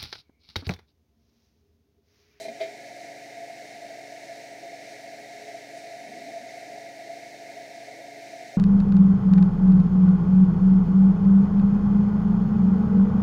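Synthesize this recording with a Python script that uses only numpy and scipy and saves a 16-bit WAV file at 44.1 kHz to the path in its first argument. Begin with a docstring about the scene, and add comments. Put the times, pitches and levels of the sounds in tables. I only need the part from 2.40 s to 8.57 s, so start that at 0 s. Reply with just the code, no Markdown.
"""First a quill slides up and knocks on its stop, over the drone of a belt-driven drill press in a small workshop.
Later come a brush of cloth and a few soft thuds, as someone works the feed handle.
The drone and the ringing head are noise shaped by resonances; the drone throbs with each lap of the belt.
The spindle and motor hum are sine waves; the bearing whirr and the belt and fan hiss are filtered noise.
Knocks are fading sines with a clatter of noise, rubs are short noise swishes, thuds are short rising tones."""
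import sys
import numpy as np
from scipy import signal
from scipy.fft import rfft, irfft
from scipy.io import wavfile

SR = 44100
rng = np.random.default_rng(int(sys.argv[2]) if len(sys.argv) > 2 else 0)


def output_pcm(signal):
    """Save a mono or channel-first signal as 16-bit PCM at the path in sys.argv[1].

    Samples are clipped to [-1, 1] before scaling.
    """
    pcm = np.clip(np.atleast_2d(signal).T, -1, 1) * 32767
    wavfile.write(sys.argv[1], SR, np.round(pcm).astype(np.int16))


N = 272097
TIME = np.arange(N) / SR
FREQS = np.fft.rfftfreq(N, 1 / SR)

SPINDLE_HZ = 47.63  # turns of the spindle per second, before a slight drift
MAINS_HZ = 60.0
BELT_LAPS_HZ = 2.441  # laps of the belt per second
EDGE_HZ = 15690  # upper limit of the sound


def amp(db):
    """Turns decibels into a gain."""
    return 10 ** (np.asarray(db) / 20)


def unit(x):
    """Scales a signal to an rms (average strength) of one."""
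    return x / np.sqrt(np.mean(x ** 2) + 1e-20)


def noise(gain):
    """Noise of rms one, shaped by a gain at each frequency."""
    spectrum = rfft(rng.standard_normal(N)) * gain
    return unit(irfft(spectrum, N))


def colour(points):
    """Gain at each frequency, drawn through (frequency [Hz], gain [dB]) points."""
    hz, db = np.transpose(points)
    return amp(np.interp(np.log(FREQS + 1), np.log(hz), db))


def curve(points):
    """Level in dB at each moment, drawn through (time [s], level [dB]) points."""
    return np.interp(TIME, *np.transpose(points))


def bump(middle, half):
    """A smooth rise and fall around a middle time, both in seconds."""
    return np.exp(-((TIME - middle) / half) ** 2)


def resonance(hz, width):
    """Gain of a part that rings at one frequency, with steep skirts."""
    return 1 / (1 + ((FREQS - hz) / (0.78 * width)) ** 2)


def wander(rate_hz):
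    """A slow random wandering of rms one; a higher rate wanders faster."""
    return noise(np.exp(-(FREQS / rate_hz) ** 2))


# The two close resonances of the drone: (frequency [Hz], width [Hz], relative level [dB])
DRONE_RESONANCES = [(680.3, 18.6, -1.5), (697, 56, -8.5)]
# Slow swell of the drone, before the trim and the belt's lift: (time [s], level [dB])
DRONE_SWELL = [(0, -49), (1, -45), (2.1, -46), (3.05, -46), (3.6, -44), (4.4, -43.5), (5.2, -47),
               (6.17, -47)]


def drone(trim_db=-0.5, evenness=0.51):
    """Two close resonances beat into a quick flutter, which surges in time with the laps of the belt."""
    ring = unit(sum(amp(db) * noise(resonance(hz, width)) for hz, width, db in DRONE_RESONANCES))
    # the steady drive keeps the strength fairly even over a tenth of a second
    power = signal.fftconvolve(ring ** 2, np.hanning(5000), "same")
    flutter = unit(ring / (abs(power) + 1e-9) ** (evenness / 2))
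    return flutter * belt() * amp(curve(DRONE_SWELL) + trim_db)


# Stiff spots of the belt, which reach the pulley once a lap:
# (middle, counted from the lap's start [s], half length [s], average lift of the drone [dB])
STIFF_SPOTS = [(.089, 0.011, 3.5), (0.206, 0.021, 5.5), (.277, .02, 6)]


def belt(spread_db=1.0):
    """Gain of the drive: each stiff spot lifts it on every lap, by an amount that varies by chance."""
    lift_db = np.zeros(N)
    for lap_start in np.arange(0, N / SR, 1 / BELT_LAPS_HZ):
        for middle, half, db in STIFF_SPOTS:
            this_lift = db + spread_db * rng.standard_normal()
            lift_db += this_lift * bump(lap_start + middle, half)
    return amp(lift_db)


# Ringing of the head and belt guard: (frequency [Hz], width [Hz], level [dB])
HEAD_RESONANCES = [(228, 8.4, -73), (334.5, 16.6, -62), (425.3, 27, -59), (498, 34, -65),
                   (560.6, 27, -56.5), (649, 39, -54), (1728, 18, -66.5), (1926, 33, -65.5),
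                   (2397, 31, -73), (2670, 14, -77), (3160, 25, -77), (3640, 36, -71), (4170, 110, -70.5)]
# Tone colour of the running machine's rumble: (frequency [Hz], relative gain [dB])
RUMBLE_COLOUR = [(20, -59), (45, -53), (90, -17), (150, -7.5), (200, -1), (310, -2.5), (380, -6.5),
                 (480, -4.5), (620, -1.5), (740, 4.5), (820, -0.5), (930, -5.5), (970, -9.5), (1100, -26.5)]


def head(rumble_db=-55.5):
    """The bearings shake the casting and the guard, which ring at their resonances over a rumble."""
    rings = sum(amp(db) * noise(resonance(hz, width)) for hz, width, db in HEAD_RESONANCES)
    rumble = amp(rumble_db) * noise(colour(RUMBLE_COLOUR))
    return rings + rumble


# Spindle tones: (multiple of the spindle speed, level [dB])
SPINDLE_TONES = [(3, -71), (5, -72.5), (6, -59), (7, -72), (9, -66.5), (11, -73.5), (15, -53), (45, -64.5)]


def hum(drift=0.00036, waver_db=1.0, mains_db=-69):
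    """Spindle tones follow a drifting speed, motor iron hums at twice the mains; also returns the turns."""
    speed = SPINDLE_HZ * (1 + drift * wander(1.18))
    turns = np.cumsum(speed) / SR
    out = amp(mains_db) * unit(np.sin(2 * np.pi * 2 * MAINS_HZ * TIME))
    for order, db in SPINDLE_TONES:
        tone = np.sin(2 * np.pi * (round(order) * turns + rng.random()))
        out = out + amp(db) * unit(tone * amp(waver_db * wander(6.8)))
    return out, turns


# Tones of the quill's stop: (frequency [Hz], relative level [dB], time to fade by 60 dB [s])
# Each knock multiplies the fading times by its own factor.
STOP_TONES = [(335, -25, 0.11), (409, -18.5, 0.61), (508, -18, 0.2), (657.4, -1, 0.24), (810, -26, 0.073),
              (2120, -19.5, 0.28), (2400, -26, 0.5), (3122, -26, 0.18), (3758, -23.5, 0.16),
              (4000, -29, .12), (4470, -26, 0.12), (4830, -27, 0.13)]
# Tone colour of a knock's clatter: (frequency [Hz], relative gain [dB])
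CLATTER_COLOUR = [(50, -45), (150, -26), (400, 6), (750, -9), (1100, -22.5), (1600, -8.5), (2200, -2),
                  (2800, -11), (4000, -9.5), (6000, -20), (9000, -31), (15000, -39)]
# Knocks of the quill: (time [s], ring level [dB], clatter level [dB], factor on the fading times)
QUILL_KNOCKS = [(.001, -29.5, -57, 0.77), (.052, -21, -44, 0.23), (.082, -21, -62, 0.32),
                (.200, -27, -35.5, 0.24), (.208, -19.5, -36, 0.92)]


def knocks(clatter_t60=0.28):
    """Each knock rings the stop and the head; ring and clatter build up within milliseconds, then fade."""
    out = np.zeros(N)
    for start, ring_db, clatter_db, decay in QUILL_KNOCKS:
        age = np.maximum(TIME - start, 0)
        ring = np.zeros(N)
        for hz, db, t60 in STOP_TONES:
            fade = amp(db - 60 * age / (t60 * decay))
            ring += fade * np.sin(2 * np.pi * (hz * age + rng.random()))
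        clatter = noise(colour(CLATTER_COLOUR)) * amp(-60 * age / (clatter_t60 * decay))
        build_up = 1 - np.exp(-age / 0.004)  # also keeps it silent before the knock
        out += build_up * (amp(ring_db) * ring + amp(clatter_db) * clatter)
    return out


# Soft thuds: (middle time [s], half length [s], level [dB], middle pitch [Hz], rise [octaves per s])
HANDLE_THUDS = [(0.097, 0.029, -49, 228.2, 2.4), (3.705, .018, -52.5, 231, 22),
                (3.766, .028, -57, 288, 1.5), (3.884, 0.023, -48.5, 288, 6), (4.03, 0.0193, -49, 251, 10),
                (4.274, 0.016, -50, 290, 3)]


def thuds(rough=0.22):
    """Dull, short, rising creaks as the handle is moved; uneven slipping roughens them."""
    out = np.zeros(N)
    for middle, half, db, hz, glide in HANDLE_THUDS:
        pitch = hz * 2 ** (glide * np.clip(TIME - middle, -2 * half, 2 * half))
        tone = np.sqrt(2) * np.sin(2 * np.pi * np.cumsum(pitch) / SR)
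        note = tone * (1 + rough * wander(70))
        out += amp(db) * note * bump(middle, half)
    return out


# Sliding and brushing; a narrow one rings a single resonance:
# (middle time [s], half length [s], level [dB], centre frequency [Hz], width [octaves])
SWISHES = [(0.02, 0.053, -51, 5300, 0.74), (0.026, 0.051, -52.5, 4050, 0.062),
           (0.099, 0.024, -55, 212, 0.48), (3.097, 0.18, -54.5, 419, 0.028),
           (3.384, 0.023, -58, 7250, 0.39), (3.773, 0.13, -52.5, 288, 0.56)]


def rubs():
    """Short swishes of noise from the sliding quill and from a sleeve."""
    out = np.zeros(N)
    for middle, half, db, hz, octaves in SWISHES:
        band = np.exp(-(np.log2((FREQS + 1) / hz) / octaves) ** 2 / 2)
        out += amp(db) * noise(band) * bump(middle, half)
    return out


# Tone colour of the bearing whirr: (frequency [Hz], relative gain [dB])
WHIRR_COLOUR = [(1000, -37), (1110, -24.5), (1270, -19), (1400, -15), (1650, -6.5), (1900, -0.5), (2170, 2),
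                (2380, -3.5), (2520, -8.5), (2900, -14), (3500, -19), (5000, -46)]
# Tone colour of the belt and fan hiss: (frequency [Hz], relative gain [dB])
HISS_COLOUR = [(1100, -26), (2800, -5.5), (3480, -8.5), (3680, 1.5), (4750, 1), (5000, -2.5), (5250, 1.5),
               (5900, 0), (7200, -5.5), (9200, -11.5), (10100, -13), (10700, -16.5), (13000, -23.5),
               (15400, -25)]
# The worker's body shades the whirr and hiss a little: (time [s], gain [dB])
BODY_SHADE = [(0, -0.5), (1.5, 0), (4.0, 0.5), (5.2, -0.45), (6.17, -.5)]


def air(turns, whirr_db=-51.0, hiss_db=-54.5, whirr_swell_db=0.5, hiss_swell_db=0.5):
    """The whirr pulses three times a turn over a smooth hiss; both swell a little together."""
    swell = wander(4.4)
    pulsing = 1 + 0.14 * np.cos(2 * np.pi * 3 * turns)
    whirr = noise(colour(WHIRR_COLOUR)) * pulsing * amp(whirr_db + whirr_swell_db * swell)
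    hiss = noise(colour(HISS_COLOUR)) * amp(hiss_db + hiss_swell_db * swell)
    return (whirr + hiss) * amp(curve(BODY_SHADE))


def walls(x):
    """Close reflections from the walls and the bench, fading with age, ripple the spectrum of a sound."""
    age = np.arange(2200) / SR
    echoes = rng.standard_normal(len(age)) * np.exp(-age / 0.012)
    echoes = echoes * (age > 0.002)  # the first echo needs time to return
    echoes = echoes / np.linalg.norm(echoes)
    return x + amp(-16) * signal.fftconvolve(x, echoes)[:N]


def scene():
    """The running machine and the handling around it."""
    tones, turns = hum()
    machine = drone() + head() + tones
    handling = knocks() + thuds()
    return (machine + handling + walls(rubs() + air(turns)))[None]


def record(dry, notch_hz=1125, notch_width_hz=80, notch_db=-3.0):
    """A narrow dip between drone and whirr, then a filter that removes what lies above the upper limit."""
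    dip = amp(notch_db * np.exp(-((FREQS - notch_hz) / notch_width_hz) ** 2))
    dipped = irfft(rfft(dry) * dip, N)
    taps = signal.firwin(1023, EDGE_HZ, window=("kaiser", 9), fs=SR)
    return signal.oaconvolve(dipped, taps[None], "same")


dry = scene()
out = record(dry)
output_pcm(out)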